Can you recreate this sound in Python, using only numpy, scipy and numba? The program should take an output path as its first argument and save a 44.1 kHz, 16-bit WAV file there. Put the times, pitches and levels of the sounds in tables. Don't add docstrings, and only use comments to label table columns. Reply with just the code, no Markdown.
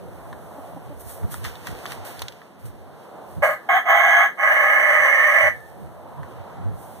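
import sys
import numpy as np
from scipy import signal
from scipy.fft import rfft, irfft
from scipy.io import wavfile
from scipy.ndimage import uniform_filter1d, minimum_filter1d
from numba import njit

SR = 44100
rng = np.random.default_rng(int(sys.argv[2]) if len(sys.argv) > 2 else 0)


def digitize_waveform(pressure):
    field = np.atleast_2d(pressure).T
    bounded = np.clip(field, -1, 1)
    quanta = np.round(bounded * 32767).astype(np.int16)
    wavfile.write(sys.argv[1], SR, quanta)


N = 308700
TIME = np.arange(N) / SR


def undb(db):
    return 10 ** (np.asarray(db) / 20)


def level(x, db):
    return x * undb(db) / np.sqrt(np.mean(x ** 2))


def curves(table):
    time_s, *columns = np.transpose(table)
    return [np.interp(TIME, time_s, column) for column in columns]


def shaped(x, points, lag_s=0):
    hz = np.fft.rfftfreq(N, 1 / SR)
    point_hz, point_gain = np.transpose(points)
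    gain = np.interp(np.log(hz + 1), np.log(point_hz), point_gain)
    delay = np.exp(-2j * np.pi * hz * lag_s)
    return irfft(rfft(x) * gain * delay, N)


@njit
def svf(x, hz, width_hz):
    y, band_state, low_state = np.empty(len(x)), 0., 0.
    for i in range(len(x)):
        g, k = np.tan(np.pi * hz[i] / SR), width_hz[i] / hz[i]
        v = (band_state + g * (x[i] - low_state)) / (1 + g * (g + k))
        band_state, low_state, y[i] = 2 * v - band_state, low_state + 2 * g * v, k * v
    return y


def band(x, hz, width_hz):
    return svf(x + 1e-18, hz * np.ones(len(x)), width_hz * np.ones(len(x)))


@njit
def snaps(hz, rough, chance):
    pulses, phase, p, k = np.zeros(len(hz) + 1), np.empty(len(hz)), 0., 0
    for i in range(len(hz)):
        step = hz[i] * np.exp(rough[i] * chance[k, 0]) / SR
        p += step
        if p >= 1:
            p, k = p - 1, k + 1
            size = 1 + 2 * rough[i] * chance[k, 1]
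            pulses[i] += size * p / step
            pulses[i + 1] += size * (1 - p / step)
        phase[i] = p
    return pulses[:-1], phase


def walk(rate_hz):
    hold = int(SR / rate_hz)
    steps = np.repeat(rng.standard_normal(N // hold + 1), hold)
    return 1.56 * uniform_filter1d(uniform_filter1d(steps, hold), hold)[:N]


def surge(peak_s, db, rise_s, fall_s):
    away = np.where(TIME < peak_s, (peak_s - TIME) / rise_s, (TIME - peak_s) / fall_s)
    return undb(db - 20 * away)


def scatter(x, t60_s, db):
    t = TIME[:SR]
    tails = rng.standard_normal((2, SR)) * np.exp(-np.log(1000) * t / t60_s) * (t > .004)
    tails /= np.sqrt(np.sum(tails ** 2, axis=1, keepdims=True))
    return undb(db) * signal.fftconvolve(x[None], tails, axes=1)[:, :N]


# (frequency [Hz], gain [dB])
YARD_COLOUR_DB = [(400, -15), (1200, 1.5), (1800, 8.5), (2400, 0.5), (6000, 6.5), (15000, 8.5)]
YARD_T60_S, YARD_DB = .19, -9
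WALL_HZ, WALL_WIDTH_HZ, WALL_T60_S, WALL_DB = 1770, 260, .6, -13


def yard(x, wall_db=0):
    coloured = shaped(x, [(hz, undb(db)) for hz, db in YARD_COLOUR_DB])
    near = scatter(coloured, YARD_T60_S, YARD_DB)
    ring = band(band(x, WALL_HZ, WALL_WIDTH_HZ), WALL_HZ, WALL_WIDTH_HZ)
    return near + scatter(ring, WALL_T60_S, WALL_DB + wall_db)


# (time [s], level [dB])
HUSH_LEVEL = [(0.0, -45), (1.14, -47), (2.05, -45), (2.22, -50), (2.5, -52), (2.86, -49), (3.15, -45.5),
              (3.4, -48.5), (5.7, -50.5), (6.22, -45.5), (6.416, -44), (7.0, -45.5)]
# (frequency [Hz], band gain [dB])
HUSH_BANDS = [(60, -16), (150, 13), (300, 7.5), (650, 8.5), (1200, -6), (2000, -19.5), (3500, -26),
              (6000, -40), (9000, -27), (15000, -30)]
HUSH_FLICKER_DB = 1.8


def hush():
    out, (colour_hz, colour_db) = 0, np.transpose(HUSH_BANDS)
    for hz in 60 * 2 ** np.arange(0, 8.1, .5):
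        mid, side = (band(band(rng.standard_normal(N), hz, hz / 2), hz, hz / 2) for _ in range(2))
        band_db = np.interp(np.log(hz), np.log(colour_hz), colour_db)
        gain = undb(band_db + HUSH_FLICKER_DB * walk(8.5))
        side_share = min(hz / 1100.0, 1)
        out = out + gain * (mid + side_share * side * np.array([[1], [-1]]))
    return level(out, 4.17) * undb(curves(HUSH_LEVEL)[0])


# (time [s], level [dB])
LULL = [(0, -65), (2.0, -67), (2.5, -73), (3.2, -66.5), (3.5, -74), (4.15, -79), (4.8, -74), (5.2, -79),
        (5.6, -69), (7.0, -67)]
# (peak time [s], level [dB], rise over 20 dB [s], fall over 20 dB [s])
GUST_SURGES = [(.35, -60, .9, 0.071), (.76, -54, 0.087, 0.065), (.88, -55, .06, 0.095),
               (1.07, -48, 0.038, 0.037), (1.25, -34.5, 0.032, 0.0092), (1.48, -48, 0.49, 0.088),
               (1.69, -51, 0.097, 0.12), (1.73, -39.5, .04, 0.015), (2.01, -53, 0.13, 0.088),
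               (2.24, -51, 0.13, 0.071), (2.65, -50.5, 0.046, 0.24), (3.38, -42, .05, 0.076),
               (5.01, -59, 0.21, .08), (5.45, -45.5, 0.066, 0.094), (5.85, -51, 0.13, .07),
               (6.2, -48.5, 0.045, 0.12), (6.41, -51.5, 0.098, 0.034), (6.66, -39, 0.086, .17)]
LULL_WANDER_DB = 3


def wind():
    out = []
    for port_db in (13, 16):
        wobble_hz = 100 * np.exp(0.32 * walk(30))
        wobble = np.sin(2 * np.pi * np.cumsum(wobble_hz) / SR)
        rumble = band(band(rng.standard_normal(N), 80, 98), 82, 160)
        out.append(level(wobble * undb(2.0 * walk(30)) + level(rumble, -6.5), port_db))
    lull = undb(curves(LULL)[0] + LULL_WANDER_DB * walk(5.8))
    return np.array(out) * (lull + sum(surge(*row) for row in GUST_SURGES))


# (time [s], level [dB], body re level [dB])
STIR = [(0, -63, -1), (.65, -58.5, -5), (.91, -63.5, 1), (1.0, -60.5, -7), (1.5, -57.5, 3), (2.2, -61, 10),
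        (2.58, -73, 6.5), (3.4, -66, 2), (5.6, -61.5, -1.5), (6.1, -67, -2.5), (6.3, -64.5, 2),
        (6.7, -70, 6), (6.8, -54, -10), (7.0, -56.5, -4)]
# (peak time [s], level [dB], rise over 20 dB [s], fall over 20 dB [s], body re level [dB])
SCUFFLE_SURGES = [(1.01, -45.5, .02, 0.02, -27), (1.1, -42.5, 0.08, 0.13, -15),
                  (1.32, -39, 0.019, 0.095, -9), (1.449, -46.5, 0.015, 0.065, 9.5),
                  (1.67, -51.5, 0.032, 0.075, 3.5), (1.91, -50, 0.16, 0.056, 3.5),
                  (2.051, -42.5, 0.0053, 0.15, -6.5), (2.22, -62, 0.043, 0.019, 3),
                  (2.6, -64, 0.019, 0.18, -5), (2.66, -52, 0.018, 0.046, -14), (3.03, -74, 0.44, 0.19, -1),
                  (3.32, -63, 0.12, 0.23, -14)]


def rustle():
    stir_db, stir_body_db = curves(STIR)
    top_gain, body_gain = undb(stir_db), undb(stir_db + stir_body_db)
    for *shape, body_db in SCUFFLE_SURGES:
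        scuffle = surge(*shape)
        top_gain = top_gain + scuffle
        body_gain = body_gain + scuffle * undb(body_db)
    out = []
    for side_db in (-1.5, 1.5):
        grain_db = 2.1 * rng.exponential(size=N) + 1.0 * walk(24.19)
        grains = rng.standard_normal(N) * undb(grain_db)
        top = level(shaped(grains, [(4000, 0.09), (7000, 0.35), (9000, 0.85), (16000, 0.76)]), 3.6)
        body = level(band(grains, 1480, 1500), 1.5)
        out.append(undb(side_db) * (top_gain * top + body_gain * body))
    return np.array(out)


# (time [s], ring peak [dB], ring frequency [Hz], crack re ring peak [dB], left minus right [dB])
CLAW_HITS = [(.329, -31, 1100, -28, 2), (1.232, -33, 796, -18, -3), (1.342, -25, 1100, 0.5, 1),
             (1.443, -32.5, 3200, 3, 10), (1.45, -21, 1360, -15, 4), (1.555, -35.5, 3000, -3, -6),
             (1.671, -25, 1600, -4, 15), (1.856, -26.5, 1340, -9, 16), (1.862, -26.5, 3380, -10, 8),
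             (1.92, -27.5, 2300, 0.5, 11), (2.05, -51, 2000, 3, 3), (2.193, -31.5, 3480, 0, 12),
             (2.219, -27.5, 1470, 5.5, -7), (2.221, -23.5, 3450, -16, -10), (2.283, -24, 3330, -18, -10),
             (2.323, -41.5, 3000, 0, 8), (2.417, -42.5, 1550, -17, 16), (2.656, -52, 2940, 9, 4),
             (6.232, -32, 1150, -16, 8)]
RING_WIDTH = 1.1
RATTLE_T60_S, CRACK_DECAY_S = 0.026, .001
CLAW_YARD_DB = -7
CLAW_WALL_DB = -16


def claws():
    size = 4096
    out, t = np.zeros((2, N + size)), TIME[:size]
    noises = rng.standard_normal((len(CLAW_HITS), 2, size))
    for (time_s, db, hz, crack_db, pan_db), noise in zip(CLAW_HITS, noises):
        crack = undb(crack_db) * noise * np.exp(-t / CRACK_DECAY_S)
        rattle = 0.15 * noise[0] * np.exp(-np.log(1000) * t / RATTLE_T60_S)
        blow = (t == 0) + rattle
        ring = band(band(blow, hz, RING_WIDTH * hz), hz, RING_WIDTH * hz)
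        hit = crack + ring / np.abs(ring).max()
        start = int(time_s * SR)
        out[:, start:start + size] += hit * undb(db + np.array([[pan_db], [-pan_db]]) / 2)
    return out[:, :N] + undb(CLAW_YARD_DB) * yard(out[0, :N], CLAW_WALL_DB)


# (start [s], length [s], pitch [Hz], level re voice [dB])
HEN_CLUCKS = [(0.581, 0.035, 275, -28.5), (0.764, 0.029, 278, -28.5), (0.871, 0.01886, 290, -42),
              (0.899, 0.051, 290, -34.5)]
# (frequency [Hz], width [Hz], gain [dB])
HEN_MODES = [(290, 34, 6.5), (600, 48, 6), (820, 84, -1)]


def hen():
    pitch, gain = np.full(N, 300.), np.zeros(N)
    for start_s, length_s, pitch_hz, db in HEN_CLUCKS:
        x = (TIME - start_s) / length_s
        pitch[(x > -1) & (x < 2)] = pitch_hz
        gain += undb(db) * np.sin(np.pi * np.clip(x, 0, 1) ** 0.45)
    pulses, _ = snaps(pitch, np.full(N, .03), rng.standard_normal((N // 20, 2)))
    throat = sum(undb(db) * band(band(pulses, hz, width), hz, 2 * width) for hz, width, db in HEN_MODES)
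    voice = gain * level(throat, -3.5)
    return voice + yard(voice)


FADE_POWER, ACCENT_S = 1.5, .03


def syllable(start_s, swell_s, power, end_s, fade_s, db, accent_db, sag_db_per_s):
    t = np.clip(TIME - start_s, 0, None)
    accent = accent_db * np.exp(-np.clip(t - swell_s, 0, None) / ACCENT_S)
    held_db = db + accent - sag_db_per_s * np.minimum(t, end_s - start_s)
    fade_db = 20 * (np.clip(TIME - end_s, 0, None) / fade_s) ** FADE_POWER
    return np.minimum(t / swell_s, 1) ** power * undb(held_db - fade_db)


# (time [s], lowest mode [Hz], its level [dB], middle mode [Hz], beak opening [dB], air hiss [dB])
WINDPIPE = [(3.42, 607.7, 2.5, 1660, -5.5, 8.5), (3.58, 618.3, 2.5, 1600, -4, 15),
            (3.69, 700.9, -1, 1670, -5, -1), (3.8, 749.6, -7.5, 1696, -6, 0.5),
            (3.9, 690.1, -4.5, 1640, -7.5, -2.5), (4.1, 700.2, -5, 1680, -2.7, 4.5),
            (4.3, 694.5, -10, 1670, -5, 3), (4.4, 632.3, -4.5, 1699, -2, 5.5),
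            (4.87, 600, -3, 1760, 0.8, 9.5), (5.3, 607.4, -3.5, 1828, 3.5, 11),
            (5.54, 600, 6.5, 1740, 1.5, 12.5)]
LOW_WIDTH_HZ, MID_WIDTH_HZ = 95, 105
# (time [s], neck mode [Hz], its width [Hz], top hiss band [Hz])
NECK_MOTION = [(3.6, 2960, 90, 14100), (3.69, 3200, 260, 14150), (3.9, 3150, 240, 14150),
               (4.3, 3110, 200, 14050), (4.4, 2990, 80, 13700), (5.5, 2965, 70, 13400)]
NECK_DB, NECK_PER_BEAK = -14, 1
# (time [s], neck octave re neck mode [dB], top hiss band [dB])
NECK_SHINE = [(3.5, -14, -26), (3.75, -11, -27), (4.1, -7, -27.5), (4.5, -13, -27.5), (5.5, -11, -25.5)]
OCTAVE_RATIO, OCTAVE_WIDTH_HZ, TOP_WIDTH_HZ = 2.03, 260, 570
# (frequency [Hz], width [Hz], level [dB])
CHEST = [(780.3, 58, -8.5), (1100, 68, -6), (1238, 36, -7.5)]
BEAK = [(1972, 42, -3), (2146.5, 70, 0.46)]
# (multiple of the neck mode, width [Hz], level re air hiss [dB])
HISS = [(1.5, 910, -41), (2.32, 400, -42), (2.6, 489.5, -39.5), (3.0, 500, -50), (3.25, 730, -37),
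        (3.9, 1220, -36.5), (4.8, 600, -46)]
# (frequency [Hz], gain)
BEAK_PASS = [(380, .35), (560, 1), (800, 1), (920, .5), (1050, 1), (3300, 1), (4200, .3)]
# (start [s], swell [s], swell curve power, let go at [s], fade to lose 20 dB [s],
#        level [dB], onset accent [dB], sag [dB/s])
CROW = [(3.422, .016, .4, 3.525, .033, -19, 7.5, 35), (3.688, .007, .4, 3.772, .042, -16, 0, 0),
        (3.835, .065, 1.6, 4.23, .062, -15.5, 2, 0), (4.372, .075, .9, 5.475, .027, -17.5, 1, -1.5)]
ROUGHNESS = .17


def rooster():
    low_hz, low_db, mid_hz, beak_db, air_db = curves(WINDPIPE)
    neck_hz, neck_width_hz, top_hz = curves(NECK_MOTION)
    octave_db, top_db = curves(NECK_SHINE)
    neck_db = NECK_DB + NECK_PER_BEAK * beak_db

    pulses, phase = snaps(low_hz, np.full(N, ROUGHNESS), rng.standard_normal((N // 20, 2)))
    air = undb(2.5) * rng.standard_normal(N) * np.exp(-phase / 0.37)
    source = level(pulses - pulses.mean(), 0) + air
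    source *= undb(1.04 * walk(150))

    def mode(hz, width_hz, db):
        return undb(db) * level(band(band(source, hz, width_hz), hz, 3 * width_hz), 0)

    voice = mode(low_hz, LOW_WIDTH_HZ, low_db) + mode(mid_hz, MID_WIDTH_HZ, beak_db)
    voice += mode(neck_hz, neck_width_hz, neck_db)
    voice += sum(mode(*row) for row in CHEST)
    voice += sum(mode(hz, width, db + beak_db) for hz, width, db in BEAK)
    voice = shaped(voice, BEAK_PASS)
    voice += mode(OCTAVE_RATIO * neck_hz, OCTAVE_WIDTH_HZ, octave_db + neck_db)
    voice += mode(top_hz, TOP_WIDTH_HZ, top_db)
    voice += sum(mode(ratio * neck_hz, width, db + air_db) for ratio, width, db in HISS)
    voice /= np.sqrt(uniform_filter1d(voice ** 2, size=SR // 25))
    voice *= sum(syllable(*row) for row in CROW)
    left = undb(-5.5) * voice
    right = shaped(voice, [(100, 1), (16000, 0.85)], lag_s=0.00012)
    return np.array([left, right]) + yard(voice)


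def scene():
    return hush() + wind() + rustle() + claws() + hen() + rooster()


# (frequency [Hz], share)
CROSS_SHARE = [(50, 0.65), (2500, 0.87), (5000, 0.77), (7500, 0.56), (9500, 0.26), (13000, 0.19),
               (15500, 0.21)]
CROSS_LAG_S, LEFT_PORT_DB = 0.0004026, -0.93
CEILING, LOW_CUT_HZ, TOP_HZ = .93, 55, 15500


def record(dry):
    wide = (dry - shaped(dry[::-1], CROSS_SHARE, CROSS_LAG_S)) * undb([[LEFT_PORT_DB], [0]])
    wide = signal.sosfilt(signal.butter(2, LOW_CUT_HZ, "high", fs=SR, output="sos"), wide)
    peak_gain = np.minimum(1, CEILING / np.abs(wide).max(axis=0).clip(1e-9))
    wide = wide * uniform_filter1d(minimum_filter1d(peak_gain, size=441), size=441)
    return signal.sosfilt(signal.ellip(14, .3, 70, TOP_HZ, fs=SR, output="sos"), wide)


dry = scene()
out = record(dry)
digitize_waveform(out)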